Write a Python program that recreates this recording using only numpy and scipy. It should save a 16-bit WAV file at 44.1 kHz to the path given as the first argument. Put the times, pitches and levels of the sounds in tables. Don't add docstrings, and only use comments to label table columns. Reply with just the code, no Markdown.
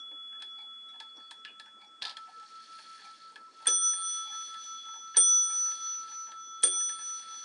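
import sys
import numpy as np
from scipy import signal
from scipy.fft import rfft, irfft
from scipy.io import wavfile
from scipy.ndimage import uniform_filter1d

SR = 44100
rng = np.random.default_rng(int(sys.argv[2]) if len(sys.argv) > 2 else 0)


def wav_record(signal):
    frames = np.transpose(np.atleast_2d(signal))
    bounded = np.clip(frames, -1, 1)
    quanta = np.round(bounded * 32767).astype(np.int16)
    wavfile.write(sys.argv[1], SR, quanta)


def field_ratio(decibels):
    return 10 ** (np.asarray(decibels, dtype=float) / 20)


N = 328104

STRIKES_S = [3.669, 5.168, 6.633]
FAR_SWING_S, FAR_DB_PER_S = 1.228, 0.5


def seconds():
    return np.arange(N) / SR


def band(x, lo_hz, hi_hz):
    return signal.sosfilt(signal.butter(2, [lo_hz, hi_hz], "bandpass", fs=SR, output="sos"), x)


def coloured(points):
    hz, db = np.transpose(points)
    bins = np.maximum(np.arange(N // 2 + 1) * SR / N, 1)
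    gain = field_ratio(np.interp(np.log(bins), np.log(hz), db))
    x = irfft(rfft(rng.standard_normal(N)) * gain, N)
    return x / x.std()


def ring(x, modes):
    out = 0
    for k, (hz, db, t60) in enumerate(modes):
        pole = np.exp(2j * np.pi * hz / SR - np.log(1000) / (t60 * SR))
        out = out + (-1) ** k * field_ratio(db) * signal.lfilter([1], [1, -pole], x).imag
    return out


def jolts(times, dbs, decay, rise=0.0015):
    impulses = np.zeros(N)
    np.add.at(impulses, (np.asarray(times) * SR).astype(int), field_ratio(dbs))
    swell = np.exp(-1 / (rise * SR))
    fade = np.exp(-1 / (decay * SR))
    return signal.lfilter([1 - swell], np.convolve([1, -swell], [1, -fade]), impulses)


def scuff(times, dbs, decay):
    return jolts(times, dbs, decay) * rng.standard_normal(N) * np.sqrt(2 / (decay * SR))


def dips(rows):
    t = seconds()
    return np.prod([1 - min(lost, 1) * np.exp(-((t - s) / width) ** 2) for s, width, lost in rows], axis=0)


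def swings(rows, swing_s, db_per_s, fixed_columns=0):
    out = []
    for s, *rest in rows:
        for late in np.arange(-swing_s, N / SR, swing_s):
            if 0 < s + late < N / SR:
                levels = np.add(rest[fixed_columns:], db_per_s * late)
                out.append((s + late, *rest[:fixed_columns], *levels))
    return out


def hush():
    # (frequency [Hz], density [dB per Hz])
    room_spectrum = [(40, -53), (130, -27), (220, -14.5), (800, -24), (1500, -19.5), (3000, -28.5),
                     (8700, -30), (10800, -46)]
    waver = uniform_filter1d(np.repeat(rng.standard_normal(N // 2048 + 1), 2048), 2048)[:N]
    tone = field_ratio(-69) * coloured(room_spectrum)
    low = band(tone, 200, 1600)
    return tone + low * (field_ratio(3.7 * waver) - 1)


def room(x, t60=0.21, wet_db=-9):
    t = np.arange(SR // 2) / SR
    tail = rng.standard_normal(len(t)) * np.exp(-np.log(1000) * t / t60)
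    tail = tail * (t > .006)
    return x + field_ratio(wet_db) * signal.fftconvolve(x, tail / np.sqrt(np.sum(tail ** 2)))[:N]


def brushes():
    # (time [s], centre [Hz], length [s], level [dB])
    rubs = [(0.007, 5700, 0.043, -63.5), (0.12, 500, 0.052, -63), (0.133, 328, .06, -69.5),
            (0.337, 1570, 0.036, -65), (0.457, 340, 0.058, -69.5), (.523, 5650, .04, -71),
            (.9, 5650, .035, -70), (1.39, 5630, .04, -72), (1.667, 5600, 0.031, -71),
            (.9, 2200, 0.034, -69), (.9, 3780, .03, -66), (0.945, 753, 0.063, -68),
            (1.172, 5630, 0.031, -63), (1.235, 4500, 0.12, -65), (1.392, 454, 0.056, -70.5),
            (1.486, 2900, 0.036, -52), (1.49, 2500, 0.048, -57), (1.673, 1540, 0.036, -60.5),
            (1.877, 5630, 0.031, -69), (1.098, 4430, 0.029, -69), (2.293, 744, 0.031, -61.5),
            (2.372, 460, 0.065, -70), (3.364, 460, 0.085, -69), (3.485, 1050, 0.025, -67)]
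    # (first time [s], centre [Hz], length [s], level [dB])
    far_case = [
        (.6, 2310, .04, -64.5),
        (.6, 4580, .065, -68.5),
        (.615, 829, 0.074, -65),
        (1.2, 846, 0.063, -71),
    ]
    out, noise, t = np.zeros(N), rng.standard_normal(N), seconds()
    for s, hz, length, db in rubs + swings(far_case, FAR_SWING_S, FAR_DB_PER_S, fixed_columns=2):
        near = slice(max(int((s - .2) * SR), 0), int((s + 0.11) * SR))
        rub = band(noise[near], hz * .978 - 30, hz * 1.022 + 30)
        out[near] += field_ratio(db) * rub / rub.std() * np.exp(-((t[near] - s) / (length / 2)) ** 2)
    return out


def other_clocks():
    # (first time [s], plates [dB], dull [dB], bright [dB], edge [dB])
    slow_clock = [
        (.3245, -51, -68, -76, -73),
        (.347, -53.5, -70.5, -76, -81),
        (.936, -54, -65.5, -69.5, -79),
        (.955, -57, -61.5, -68.5, -81),
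    ]
    far_clock = [
        (.586, -56, -65.5, -57.5, -74),
        (.617, -77, -79, -61, -72.5),
        (1.168, -59, -70, -58, -71),
        (1.199, -53, -68, -67.5, -73),
    ]
    slow = swings(slow_clock, 1.3327, 1.02)
    return slow + swings(far_clock, FAR_SWING_S, FAR_DB_PER_S)


def clicks():
    # (time [s], plates [dB], bright [dB])
    tick_rows = [(0.4206, -38.5, -40.5), (1.0, -37.5, -40.5), (1.5962, -40, -43), (2.168, -38.5, -41),
                 (2.7863, -41.5, -55), (3.3567, -38.5, -47), (3.93, -39, -58), (4.541, -41.5, -47.5),
                 (5.715, -43, -46), (6.3159, -42.5, -50), (6.8903, -40.5, -47)]
    rack_rows = [
        (2.0198, -36.5, -30),
        (2.025, -37, -33),
        (2.0374, -50, -42),
        (2.0509, -35.5, -28.5),
        (2.0657, -45, -37),
        (2.079, -38, -41),
        (2.0936, -52, -38),
        (2.101, -55, -45),
        (2.11, -44, -46),
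        (2.1234, -53, -56),
    ]
    # (time [s], plates [dB], dull [dB], bright [dB], edge [dB])
    levers = [(.1117, -51.5, -62, -71, -77), (0.399, -49, -72, -60, -72), (.8859, -59, -81, -66, -70),
              (1.3087, -40, -53, -41.5, -50), (1.4483, -32.5, -63, -40.5, -63.5),
              (1.4804, -48, -66, -71, -79), (3.319, -57, -64, -65, -68), (3.715, -48, -53.5, -67, -56),
              (3.9786, -57, -62.5, -60, -63), (4.638, -66, -65.5, -49, -58), (6.8008, -42, -71, -76, -62),
              (7.194, -65, -69, -51, -64)]
    slips = [
        (5.161, -64, -47.5, -37, -57),
        (6.63, -47, -46, -30.5, -45),
        (2.015, -43, -70, -50, -76),
        (3.656, -30, -55.5, -51, -51.5),
        (5.143, -35.5, -58, -57.5, -78.5),
        (5.155, -38, -59, -59.5, -68.5),
        (6.622, -46, -60.5, -60, -45),
    ]
    ticks = [(s, db, db - 18, bright_db, bright_db - 15) for s, db, bright_db in tick_rows]
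    rack = [(s, db, max(db, bright_db) - 20, bright_db, bright_db - 23) for s, db, bright_db in rack_rows]
    return ticks + rack + levers + slips


def movement():
    # (frequency [Hz], level [dB], fade by 60 dB [s])
    dull = [(784, -13, 0.072), (892, -1, 0.067), (1004, -0.5, 0.015)]
    plates = [(1590, 1, 0.014), (1734, 0, 0.046), (2330, -15, 0.01), (2620, -17, 0.042)]
    bright = [(3303, 10, 0.02), (4240, -2.5, 0.047), (4000, -12.5, 0.015), (5740, -12, .02)]
    s, plate_db, dull_db, bright_db, edge_db = np.transpose(clicks() + other_clocks())
    out = ring(scuff(s, dull_db + 6.5, 0.0082), dull)
    out = out + ring(scuff(s, plate_db - 4.0, 0.0092), plates)
    out = out + ring(scuff(s, bright_db, 0.0004), bright)
    # level [dB], lowest and highest pitch [Hz], decay [s]
    for db, lo_hz, hi_hz, decay in [(dull_db + 10.5, 500, 1200, .008),
                                    (plate_db + 1, 1500, 3200, .004),
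                                    (bright_db + 11.0, 3100, 5300, .0025),
                                    (edge_db + 11.5, 5600, 10500, .003)]:
        force = jolts(s, db, decay) + jolts(s, db - 17, 6 * decay)
        thicket = force * rng.standard_normal(N)
        out = out + band(band(thicket, lo_hz, hi_hz), lo_hz, hi_hz)
    return out


def chatter():
    chance = rng.random((2, N))
    sizes = field_ratio(np.minimum(-3.0 * np.log(1 - chance[1]), 11))
    grains = (chance[0] < 1500 / SR) * sizes
    surge = uniform_filter1d(np.repeat(rng.standard_normal(N // 3000 + 1), 3000), size=3000)[:N]
    return signal.lfilter([1], [1, -.99], grains) * rng.standard_normal(N) * field_ratio(1.5 * surge)


def train():
    # (frequency [Hz], width [Hz], level [dB])
    gears = [(1712, 82, -5.5), (2250, 9, -16), (3380, 78, -0.5), (4345, 200, 4), (4800, 61, -12.5),
             (5440, 260, -5), (6250, 97, -11.5), (7340, 290, -18.5), (8360, 87, -25), (9420, 80, -9.5)]
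    # (time [s], width [s], share lost)
    lifts = [
        (3.43, 0.24, .78),
        (5.05, 0.34, 0.66),
        (6.48, 0.3, 0.82),
    ]
    release_s, spin_up_s, start_db, run_db = 2.166, 0.63, -68.5, -60.5
    body = sum(ring(chatter(), [(hz, db + 10 * np.log10(width), 2.3 / width)]) for hz, width, db in gears)
    rub = band(chatter(), 1400, 3000) + band(chatter(), 3300, 6500)
    spin = (seconds() - release_s) / spin_up_s
    speed_db = start_db + (run_db - start_db) * np.clip(spin, 0, 1)
    running = (spin > 0) * field_ratio(speed_db) * dips(lifts)
    return running * (field_ratio(4.0) * body / body.std() + field_ratio(-3) * rub / rub.std())


def hammer():
    # (time [s], crack peak [dB], thud in the case [dB])
    blows = [
        (3.669, -16, -41.5),
        (3.681, -24, -36.5),
        (3.699, -35.5, -46.5),
        (5.168, -16.5, -37.5),
        (5.183, -36.5, -55.5),
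        (5.199, -33.5, -60),
        (6.634, -15.5, -36.5),
        (6.651, -29, -41.5),
        (6.669, -25.5, -44.5),
    ]
    # (frequency [Hz], level [dB], fade by 60 dB [s])
    rim = [(1319, -16, 0.028), (1720, -15, 0.039), (2310, -15, 0.0092), (4550, -11, 0.017),
           (6150, -7, 0.027), (9200, -14, 0.069)]
    case = [(247, -16, 0.11), (304.6, -13, 0.65), (375.7, -2, 0.33), (471.6, 6.5, 0.066),
            (538.3, 3.5, 0.088), (516.5, -23.5, 2.2), (730, -23, .06)]
    # (frequency [Hz], density [dB per Hz])
    crack_spectrum = [(150, -51.5), (600, -9), (1800, -9), (4500, -2), (8500, -4), (10500, -5.5),
                      (14000, -44)]
    s, crack_db, thud_db = np.transpose(blows)
    force = jolts(s, crack_db - 5.5, 0.003, 0.011) + jolts(s, crack_db - 27.5, 0.0037, 0.0044)
    crack = force * coloured(crack_spectrum)
    push = jolts(s, thud_db - 26.5, 0.00031, 0.000098)
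    return crack + ring(scuff(s, crack_db - 0.5, 0.0039), rim) + ring(push, case)


def pair(rows, starts, beat_hz, swap=.004):
    t, out = seconds(), 0
    ends = starts[1:] + [t[-1] + 1]
    for (low_db, high_db, low_fade, high_fade, crest), start, end in zip(rows, starts, ends):
        gate = np.clip((t - start) / swap + .5, 0, 1) * np.clip((end - t) / swap + .5, 0, 1)
        age = np.maximum(t - start, 0)
        low = field_ratio(low_db - low_fade * age)
        high = field_ratio(high_db - high_fade * age) * np.exp(2j * np.pi * beat_hz * (age - crest))
        out = out + gate * (low + high)
    return out


def clang(fade, rise, *dbs):
    ages = [np.maximum(seconds() - s, 0) for s in STRIKES_S]
    return sum(field_ratio(db - fade * age) * (1 - np.exp(-age / rise)) for db, age in zip(dbs, ages))


def bell():
    # (low tone [dB], high tone [dB], low fade [dB/s], high fade [dB/s], beat crest after jolt [s])
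    hum = [
        (-58.5, -61, 0.6, 1.5, 0.03),
        (-47.4, -51.1, 4.3, 2.4, .162),
        (-38.1, -46.2, 8.5, 0.9, .015),
        (-50.2, -39.8, 1.6, 3.8, .165),
        (-51.5, -43.2, 1.3, 4.9, .147),
    ]
    second_early = [
        (-37, -90, 9.6, 9, 0),
        (-59, -90, 100, 9, 0),
    ]
    second = [
        (-38.3, -53.4, 6.4, 4.4, 0.576),
        (-48.8, -28.8, 0.0, 62.8, 0.252),
        (-49.6, -28.9, 2.1, 81.6, -0.274),
    ]
    third = [
        (-23, -39, 25, 6.3, -.111),
        (-26.8, -17.4, 17.5, 26.6, -.097),
        (-30, -27.5, 22, 28, -.084),
    ]
    top = [
        (-8.0, -9.4, 73.9, 72.8, -0.244),
        (-20.1, -16.5, 66.7, 102.3, -0.109),
        (-24.4, -13.1, 58.1, 200.0, -0.127),
    ]
    # (time [s], width [s], share lost)
    second_dips = [(0, .33, .42), (3.699, .003, .9), (4.682, .09, .4), (5.11, .05, .5), (5.178, .004, .95),
                   (5.199, .005, .87), (5.635, .05, .6), (5.8, .09, -.3), (6.0, .07, .85), (6.22, .16, .96),
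                   (6.4, .15, .3), (6.643, .003, .95), (6.667, .006, .76), (7.34, .04, -.4)]
    third_dips = [(3.67, .008, .97), (3.74, .04, -.3), (3.8, .03, .65), (3.88, .05, -.6), (4.0, .04, .93),
                  (4.45, .27, .28), (5.177, .003, .6), (5.192, .011, .9), (6.633, .003, .8),
                  (6.649, .003, .6), (6.679, .005, .79)]
    top_dips = [(3.69, .011, .99), (3.886, .199, .807), (5.172, .006, .3), (5.2, .02, -.15),
                (5.405, .02, .7), (5.5, .06, -.3), (6.632, .005, .8), (6.659, .009, .62), (6.69, .02, .25),
                (6.76, .04, -.3), (6.95, .15, .15)]
    # (fade [dB/s], rise [s], first strike [dB], second strike [dB], third strike [dB])
    clangs = [
        (488, .0024, -20.5, -28.8, -29.3),
        (1200, .002, -32.4, -14.5, -60),
        (1430, .005, -8, -24, -12.5),
    ]
    hum_hz, hum_beat_hz, rack_s = 1319.79, 5.73, 2.06
    t, jolted = seconds(), [0, rack_s] + STRIKES_S
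    beat = ((t - hum[0][-1] - .024) * hum_beat_hz + .5) % 1 - .5
    graze = np.where(t < rack_s, field_ratio(2.0) * (1 - 0.82 * np.exp(-(beat / 0.051) ** 2)), 1)
    out = graze * pair(hum, jolted, hum_beat_hz) * np.exp(2j * np.pi * hum_hz * t)
    upper = [(3399.9, pair(second_early + second, jolted, 1.79), second_dips),
             (5965.8, pair(third, STRIKES_S, 3.52), third_dips),
             (8907.6, pair(top, STRIKES_S, 1.742), top_dips)]
    for (hz, ringing, notches), first in zip(upper, clangs):
        size = np.hypot(np.abs(ringing) * dips(notches), clang(*first))
        out = out + size * np.exp(1j * (2 * np.pi * hz * t + np.angle(ringing)))
    return out.real


def scene():
    knocks = brushes() + movement() + train() + hammer()
    return (hush() + room(knocks) + bell())[None]


def masked(x, reach_db=-37.0, size=1024):
    z = signal.stft(x, nperseg=size)[2]
    power = uniform_filter1d(np.abs(z) ** 2, size=9, axis=1)
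    shadows = [field_ratio(-.5 * k if k > 0 else 1.2 * k) * np.roll(power, k, axis=1) for k in range(-16, 60, 4)]
    shadow = np.max(shadows, axis=0)
    treble = (np.arange(size // 2 + 1) * SR / size > 3000)[:, None]
    hidden = treble & (power < field_ratio(reach_db) ** 2 * shadow)
    return signal.istft(z * ~hidden, nperseg=size)[1][:, :N]


def band_limit(x):
    return signal.sosfilt(signal.butter(12, 11160, fs=SR, output="sos"), x)


def record(dry):
    x = signal.sosfilt(signal.butter(2, 150, "highpass", fs=SR, output="sos"), dry)
    x = signal.sosfilt(signal.butter(10, 10500, fs=SR, output="sos"), x)
    mix = masked(x)
    return band_limit(mix)


dry = scene()
out = record(dry)
wav_record(out)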